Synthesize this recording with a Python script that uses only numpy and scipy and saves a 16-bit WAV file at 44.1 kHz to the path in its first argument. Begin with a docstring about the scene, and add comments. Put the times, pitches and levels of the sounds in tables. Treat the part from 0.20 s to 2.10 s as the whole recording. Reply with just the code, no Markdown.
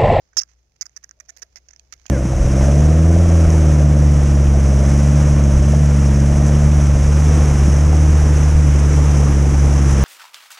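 """Ants clamber over dry straw and sand, very close to the right microphone.
Each crackle is stick-slip friction: a quick run of impulses excites a bright chitter near 6 kHz
over the dull, damped ring of the stalks. Twice a stalk squeaks, and twice one bumps the ground.
Grit ticks faintly in between, over a low hum and the rumble and hiss of the open air."""
import sys
import numpy as np
from scipy import signal
from scipy.fft import rfft, irfft, next_fast_len
from scipy.io import wavfile
from scipy.ndimage import uniform_filter1d, minimum_filter1d

SR = 44100
rng = np.random.default_rng(int(sys.argv[2]) if len(sys.argv) > 2 else 0)


def to_wav(s):
    """Save 16-bit WAV."""
    ch = np.atleast_2d(s).T  # columns
    pcm = np.round(np.clip(ch, -1, 1) * 32767)  # PCM
    wavfile.write(sys.argv[1], SR, pcm.astype(np.int16))


N = 83790

# Spectral envelopes: f/Hz, relative level/dB
RUMBLE_SPECTRUM = [(20, -8.5), (45, 9), (90, 3), (150, -1), (240, -12), (450, -10.5), (750, -21),
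                   (1100, -35.5), (3000, -36)]
HISS_SPECTRUM = [(100, -0.5), (400, 0.5), (750, 0.5), (1200, -9), (2500, -14), (4000, -11.5), (5300, -4),
                 (6300, -10), (7300, -18.5), (8500, -36), (15000, -30.5)]
GRIT_SPECTRUM = [(300, -24), (900, -12), (1400, -6.5), (2300, -5), (3600, -13.5), (4600, -8.5), (5400, -3),
                 (6400, 1.5), (7200, -13), (8200, -26), (15000, -32.5)]
CRACK_SPECTRUM = [(5000, -29.5), (7500, 1.5), (9000, 0), (13500, -0.5), (15300, -4), (16500, -29)]
CHITTER_SPECTRUM = [(4000, -28), (4700, 0), (5100, 2), (6800, 2), (7400, -3), (8300, -3)]
ECHO_SPECTRUM = [(500, 6.5), (2200, 12), (5200, -6.0), (7000, -2.5), (12000, 0.0)]
# Time envelopes: t/s, level/dB
RUMBLE_ENVELOPE = [(0, -72), (.8, -70), (1.3, -70.5), (1.9, -65.5)]
HISS_ENVELOPE = [(0, -70), (.5, -76), (1.2, -71), (1.9, -70.5)]
GRIT_ENVELOPE = [(0, -68.5), (.2, -69.5), (.5, -73.5), (.7, -65), (.95, -71), (1.15, -63.5), (1.3, -68),
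                 (1.55, -65), (1.68, -67), (1.8, -60.5)]
# Hollow swells in the air: centre t/s, half length/s, f/Hz, level/dB
AIR_SWELLS = [(1.014, 0.028, 614, -70.5), (1.108, 0.023, 685, -69.5), (1.231, 0.014, 440, -67),
              (1.236, 0.016, 667, -65), (1.626, 0.024, 674, -77.5)]
# Course of the hum: t/s, fundamental f/Hz, level/dB midway between the channels
HUM_COURSE = [(0.0, 62.64, -71), (0.088, 60.64, -72.5), (0.21, 59.8, -62), (0.39, 58.82, -59.5),
              (0.508, 59.55, -69.5), (0.576, 60.14, -66.5), (1.65, 63.45, -60.5), (1.846, 62.63, -58.5),
              (1.9, 67, -76)]
# Soft rasping swells, two faint echoes of the loudest crackle and then a few weak crackles:
# centre t/s, half length/s, level/dB
RASP_SWELLS = [(0.307, 0.02, -57.5), (0.386, 0.0094, -64), (0.522, 0.0014, -62.5), (0.564, 0.0028, -55.5),
               (0.832, 0.0055, -56.5), (1.058, 0.0041, -57.5), (1.328, .002, -58), (1.798, .0015, -53)]
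# Stalks striking the ground: t/s, f/Hz, level/dB
GROUND_IMPACTS = [(.1705, 270, -46), (1.8565, 255, -50)]
# Squeaking stalks: centre t/s, half length/s, centre f/Hz, level/dB
STALK_SQUEAKS = [(0.1883, 0.0039, 5196, -6), (1.5962, 0.00055, 4580, -37.5)]
# Modes of a ringing stalk: ratio to the stalk pitch, half width/Hz, relative level/dB
STALK_RESONANCES = [(.77, 175, 3.5), (0.98, 190, 7), (1.22, 230, 0)]
# Modes of the straw's knock and snap: f/Hz, half width/Hz, relative level/dB
KNOCK_RESONANCES = [(320, 68, -7.5), (626, 110, 2), (900, 132, -2)]
SNAP_RESONANCES = [(2940, 620, -1), (4640, 540, 3.5)]
# Runs of slips: t/s, length/s, chitter level/dB before weighting by length, chitter f/Hz, stalk f/Hz,
# then level/dB relative to the chitter of the knock, stalk ring, snap and crack
SLIP_RUNS = [(0.132, 0.0055, -58.5, 5900, 1680, -13, 5.5, -17, -37),
             (0.1697, 0.0018, -13, 6400, 1560, -22.5, -15.5, -13.5, -20.5),
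             (0.1737, 0.00039, -6, 6250, 1530, -39, -20, -19.5, -20),
             (0.1754, 0.0086, -15.5, 6080, 1950, -36.5, -48, -19.5, -22),
             (0.183, 0.011, -15.5, 5920, 1820, -47, -29, -27, -24.5),
             (0.1943, 0.0072, -20.5, 5630, 1760, -47, -22, -16.5, -31),
             (0.2104, 0.0017, -25, 5490, 2020, -37, -18.5, -17.5, -29),
             (0.2144, 0.0046, -22, 5680, 2040, -53, -24.5, -27, -33.5),
             (0.2208, 0.0018, -29, 5940, 1580, -39, -12.5, -20.5, -26),
             (0.234, 0.00037, -23.5, 5590, 1650, -40, -17, -23.5, -32.5),
             (0.612, 0.0026, -17.5, 5790, 1750, -42, -22.5, -31, -27),
             (0.6155, 0.008, -22.5, 5840, 1870, -44.5, -20.5, -24.5, -25),
             (0.6282, 0.0015, -32.5, 6040, 1820, -26, -8.5, -25, -32),
             (0.657, 0.0085, -36.5, 5740, 1740, -30.5, -11, -31, -22.5),
             (0.6646, 0.002, -34, 5920, 1690, -26.5, -11.5, -22, -26),
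             (0.6954, 0, -46, 6440, 1910, -17, -10.5, -20.5, -30),
             (0.764, 0.0029, -29.5, 6140, 1666, -39.5, -14, -41, -22),
             (0.7671, 0.0075, -33, 5750, 1834, -26.5, -12, -20.5, -24),
             (0.839, 0.0046, -38.5, 5950, 1800, -24.5, -5.5, -20.5, -16),
             (0.8434, 0.00013, -31, 6170, 1910, -30, -10, -39, -26),
             (0.8929, 0.0007, -37, 6200, 1720, -36.5, -10.5, -21.5, -24.5),
             (0.9115, 0.00039, -31.5, 6200, 1680, -48, -9.5, -28, -30),
             (1.0012, 0, -28.5, 6550, 1830, -35.5, -15, -32, -23.5),
             (1.0039, 0.0051, -37.5, 6320, 1816, -25, -5, -17.5, -18.5),
             (1.0862, 0.0051, -44.5, 5980, 2107, -19.5, -10, -26.5, -20.5),
             (1.0924, 0.0076, -34, 6400, 1860, -25, -10, -18.5, -23),
             (1.1042, 0.00028, -31, 6550, 2210, -26.5, -14.5, -23, -26),
             (1.1658, 0.008, -42.5, 6130, 1790, -16, -13, -10.5, -19.5),
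             (1.1738, 0, -39, 5100, 2060, -23, -5.5, -14, -10),
             (1.183, 0.016, -53.5, 6000, 1960, -10, -8.5, -7, -10),
             (1.2202, 0.0022, -30.5, 6360, 1800, -26.5, -13, -16, -23),
             (1.2232, 0.0014, -33, 6000, 1760, -21.5, -6.5, -8, -16),
             (1.2259, 0.0062, -31, 6000, 1760, -25.5, -11, -17, -22),
             (1.3591, 0.00043, -29, 5710, 1970, -22.5, -10.5, -19, -27),
             (1.3623, 0, -36, 5840, 2030, -11, -9.5, -12, -19),
             (1.3662, 0.0075, -40, 5800, 2065, -23, -7.5, -11.5, -23),
             (1.3747, 0.0015, -47, 5920, 2090, -13.5, 0, -14, -22),
             (1.3772, 0.0076, -47.5, 5900, 1973, -14.5, -13.5, -15, -21.5),
             (1.4867, 0.0033, -39, 5860, 1895, -19.5, -14.5, -15, -35),
             (1.5078, 0.0013, -45, 5900, 1980, -15.5, -4, -13, -30),
             (1.5108, 0, -36, 6300, 2020, -25, -18, -24, -30),
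             (1.5333, 0.0044, -42.5, 6350, 1880, -21, -8.5, -18, -31.5),
             (1.5624, 0, -36, 5890, 2340, -26, -14.5, -21.5, -35),
             (1.596, 0.0013, -39.5, 6500, 2430, -22, -14.5, -12, -21),
             (1.7252, 0.001, -28.5, 6580, 1650, -36, -14, -9.5, -26.5),
             (1.7278, 0.0023, -34.5, 5180, 1660, -23.5, -2.5, -6.5, -17.5),
             (1.7334, 0.0062, -38.5, 6260, 2170, -22, -10.5, -6, -19),
             (1.8567, 0, -46.5, 5700, 1700, 1.5, 6, 0, -30.5),
             (1.8643, 0.0025, -32.5, 6200, 1820, -23.5, -20, -6, -20.5),
             (1.8811, 0.0031, -47, 6350, 2500, -11, -4, -14, -21.5),
             (1.8987, 0.00053, -22, 6300, 1660, -26, -11, -14.5, -26.5)]

SIZE, LEAD = 4096, 256  # samples in one crackle, and ahead of its onset
SLIP_GAP_S, PRESSED_GAP_S, PRESSED_DB = .0022, .0012, -26  # runs above PRESSED_DB slip faster
SLIP_SCATTER, SLIP_SPREAD_DB, FIRST_SLIP_DB = .2, 2.5, 2  # timing scatter is a share of the gap
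CHITTER_WIDTH_HZ, PITCH_SPREAD_HZ = 680, 260
LEFT_DB, LEFT_PITCH_RATIO, LEFT_WIDTH_HZ = -28, 0.83, 420  # far chitter: weak, lower and smeared
KNOCK_LEFT_DB, CRACK_TAIL_DB = -30, -16  # relative to the near knock and to the crack


def amp(db):
    """Amplitude ratio for a level in decibels."""
    return 10 ** (np.asarray(db) / 20)


def unit(x):
    """The signal normalised to rms 1."""
    return x / np.sqrt(np.mean(x ** 2) + 1e-30)


def colour(points):
    """Magnitude response, interpolated in decibels over log frequency."""
    f, db = np.transpose(points)
    return lambda hz: amp(np.interp(np.log(hz + 1), np.log(f), db))


def curves(rows):
    """Linear interpolation of each column after the time, one value per sample."""
    times, *columns = np.transpose(rows)
    return [np.interp(np.arange(N) / SR, times, column) for column in columns]


def bell(x, centre, width):
    """Gaussian window; its half width is one standard deviation."""
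    return np.exp(-.5 * ((x - centre) / width) ** 2)


def filtered(x, response):
    """Linear filtering: the spectrum is multiplied by a frequency response."""
    size = next_fast_len(N + SR // 4)
    return irfft(rfft(x, size) * response(np.fft.rfftfreq(size, 1 / SR)), size)[..., :N]


def add(track, sound, onset_s):
    """Superposition of a short sound on a track, aligned by its onset."""
    part = track[max(round(onset_s * SR) - LEAD, 0):][:SIZE]
    part += sound[:len(part)]


def air(swell_width_hz=45):
    """Filtered noise: rumble and hollow swells are coherent at the two microphones, hiss is not."""
    t = np.arange(N) / SR
    swells = np.zeros(N)
    for centre, half, hz, db in AIR_SWELLS:
        band = unit(filtered(rng.standard_normal(N), lambda f: bell(f, hz, swell_width_hz)))
        swells += amp(db) * bell(t, centre, half) * band
    rumble = unit(filtered(rng.standard_normal(N), colour(RUMBLE_SPECTRUM)))
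    hiss = unit(filtered(rng.standard_normal((2, N)), colour(HISS_SPECTRUM)))
    rumble_db, = curves(RUMBLE_ENVELOPE)
    hiss_db, = curves(HISS_ENVELOPE)
    return amp(rumble_db) * rumble + amp(hiss_db) * hiss + swells


def hum(octave_db=-19.5):
    """A low tone and its second harmonic, slowly modulated in amplitude and frequency."""
    hz, db = curves(HUM_COURSE)
    phase = 2 * np.pi * np.cumsum(hz) / SR
    tone = amp(db) * unit(np.sin(phase) + amp(octave_db) * np.sin(2 * phase))
    return tone * amp([[1], [-1]])


def grit(grains_per_s=1800, spread_db=2.9, t60=0.011, left_db=-18.5):
    """Shot noise: small feet shift sand grains, each a tiny rasp; a few soft swells add in energy."""
    t = np.arange(N) / SR
    sizes = amp(spread_db * np.minimum(rng.exponential(size=(2, N)), 6))
    grains = (rng.random((2, N)) < grains_per_s / SR) * sizes
    energy = signal.lfilter([1], [1, -amp(-60 / SR / t60) ** 2], grains ** 2)
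    rasp = unit(filtered(np.sqrt(energy) * rng.standard_normal((2, N)), colour(GRIT_SPECTRUM)))
    level_db, = curves(GRIT_ENVELOPE)
    swells = sum(amp(db) * bell(t, centre, half) for centre, half, db in RASP_SWELLS)
    return np.hypot(amp(level_db), swells) * rasp * amp([[left_db], [0]])


def echo(direct, t60=0.067):
    """Diffuse scattering from the surroundings returns a weak tail, duller than the direct sound."""
    tail = rng.standard_normal((2, SR // 2)) * amp(-60 * np.arange(SR // 2) / SR / t60)
    scattered = signal.fftconvolve(direct[None], tail / np.linalg.norm(tail[0]), axes=1)[:, :N]
    return amp([[-46], [-24]]) * filtered(scattered, colour(ECHO_SPECTRUM))


def thuds(t60=.025):
    """Impact of a stalk on the ground excites a low, damped sinusoid."""
    bumps = np.zeros(N)
    for onset, hz, db in GROUND_IMPACTS:
        age = np.maximum(np.arange(N) / SR - onset, 0)
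        bumps += amp(db - 60 * age / t60) * np.sin(2 * np.pi * hz * age)
    return bumps * amp([[KNOCK_LEFT_DB], [0]])


def squeaks(sag_hz_per_s=22000):
    """Periodic stick-slip: under strain the slips lock into a whistle that sags as the stalk gives."""
    t = np.arange(N) / SR
    whistle = np.zeros(N)
    for centre, half, hz, db in STALK_SQUEAKS:
        offset = t - centre
        phase = 2 * np.pi * (hz - sag_hz_per_s * offset / 2) * offset
        whistle += amp(db) * bell(t, centre, half) * np.sin(phase)
    return np.array([amp(LEFT_DB) * whistle, whistle])


def resonances(f, modes, scale=1):
    """Modal response of straw: heavy damping broadens the peaks, and every stalk differs a little."""
    detunes, offsets_db = rng.standard_normal((2, len(modes))) * [[.025], [1.5]]
    return sum(amp(db + offset_db) * bell(f, scale * centre * (1 + detune), width)
               for (centre, width, db), detune, offset_db in zip(modes, detunes, offsets_db))


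def splinter(rough, t60):
    """Spectrum of an impulse and its decaying noise tail; rough squared is their energy ratio."""
    impulse = np.eye(1, SIZE)[0]
    tail = rng.standard_normal(SIZE) * amp(-60 * np.arange(SIZE) / SR / t60)
    return rfft(impulse + rough * tail / np.linalg.norm(tail))


def slip_run(f, length, gap, hz):
    """Stick-slip: spectra of an uneven impulse train and its chitter, each slip at its own pitch."""
    count = int(np.clip(round(length / gap) + 1, 1, 10))
    late, louder, higher = rng.standard_normal((3, 10, 1))[:, :count]
    place = np.linspace(0, 1, count)[:, None]
    delay = LEAD / SR + length * place + SLIP_SCATTER * gap * late * (place > 0)
    strength = amp(SLIP_SPREAD_DB * louder + FIRST_SLIP_DB * (place == 0))
    slips = strength * np.exp(-2j * np.pi * f * delay)
    pitch = hz + PITCH_SPREAD_HZ * (higher - higher.mean())
    chitter = (slips * bell(f, pitch, CHITTER_WIDTH_HZ)).sum(0) * colour(CHITTER_SPECTRUM)(f)
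    return slips.sum(0), chitter


def crackles():
    """Impulsive excitation: slips drive the straw's chitter, ring, knock, snap and thin crack."""
    stereo = np.zeros((2, N))
    f = np.fft.rfftfreq(SIZE, 1 / SR)
    for onset, length, db, hz, stalk_hz, knock_db, stalk_db, snap_db, crack_db in SLIP_RUNS:
        gap = PRESSED_GAP_S if db > PRESSED_DB else SLIP_GAP_S
        force, chitter = slip_run(f, length, gap, hz)
        knock = force * resonances(f, KNOCK_RESONANCES)
        crack = force * colour(CRACK_SPECTRUM)(f)
        near = [
            (0, chitter * splinter(rough=0.62, t60=0.0074)),
            (stalk_db, force * resonances(f, STALK_RESONANCES, stalk_hz) * splinter(rough=.5, t60=.016)),
            (knock_db, knock * splinter(rough=0.14, t60=.025)),
            (snap_db, force * resonances(f, SNAP_RESONANCES) * splinter(rough=1.3, t60=.01)),
            (crack_db, crack * splinter(rough=2, t60=.008)),
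            (crack_db + CRACK_TAIL_DB, crack * splinter(rough=10, t60=0.111))]  # faint, fading hiss
        far_response = bell(f, LEFT_PITCH_RATIO * hz, LEFT_WIDTH_HZ) + amp(-17.5) * bell(f, 1100, 1600)
        far = [(LEFT_DB, force * far_response * splinter(rough=22, t60=0.022)),
               (knock_db + KNOCK_LEFT_DB, knock * splinter(rough=1, t60=.03))]
        gain = amp(db) * np.sqrt((length + SLIP_GAP_S / 2) * SR / SIZE)  # energy grows with length
        for track, layers in zip(stereo, (far, near)):
            crackle = sum(amp(level) * unit(irfft(spectrum)) for level, spectrum in layers)
            add(track, gain * crackle, onset)
    return stereo


def scene():
    """Superposition of the close straw sounds, their echo, and the grit, hum and air."""
    straw = crackles() + squeaks() + thuds()
    return straw + echo(straw[1]) + grit() + hum() + air()


def record(dry, top_hz=16700, slope_hz=1200):
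    """Peak limiting holds down anything above full scale; a low-pass filter bounds the bandwidth."""
    needed_gain = minimum_filter1d(1 / np.maximum(abs(dry), 1), size=9, axis=1)
    limited = dry * uniform_filter1d(needed_gain, size=9, axis=1)
    return filtered(limited, lambda hz: np.clip((top_hz - hz) / slope_hz, 0, 1))


dry = scene()
out = record(dry)
to_wav(out)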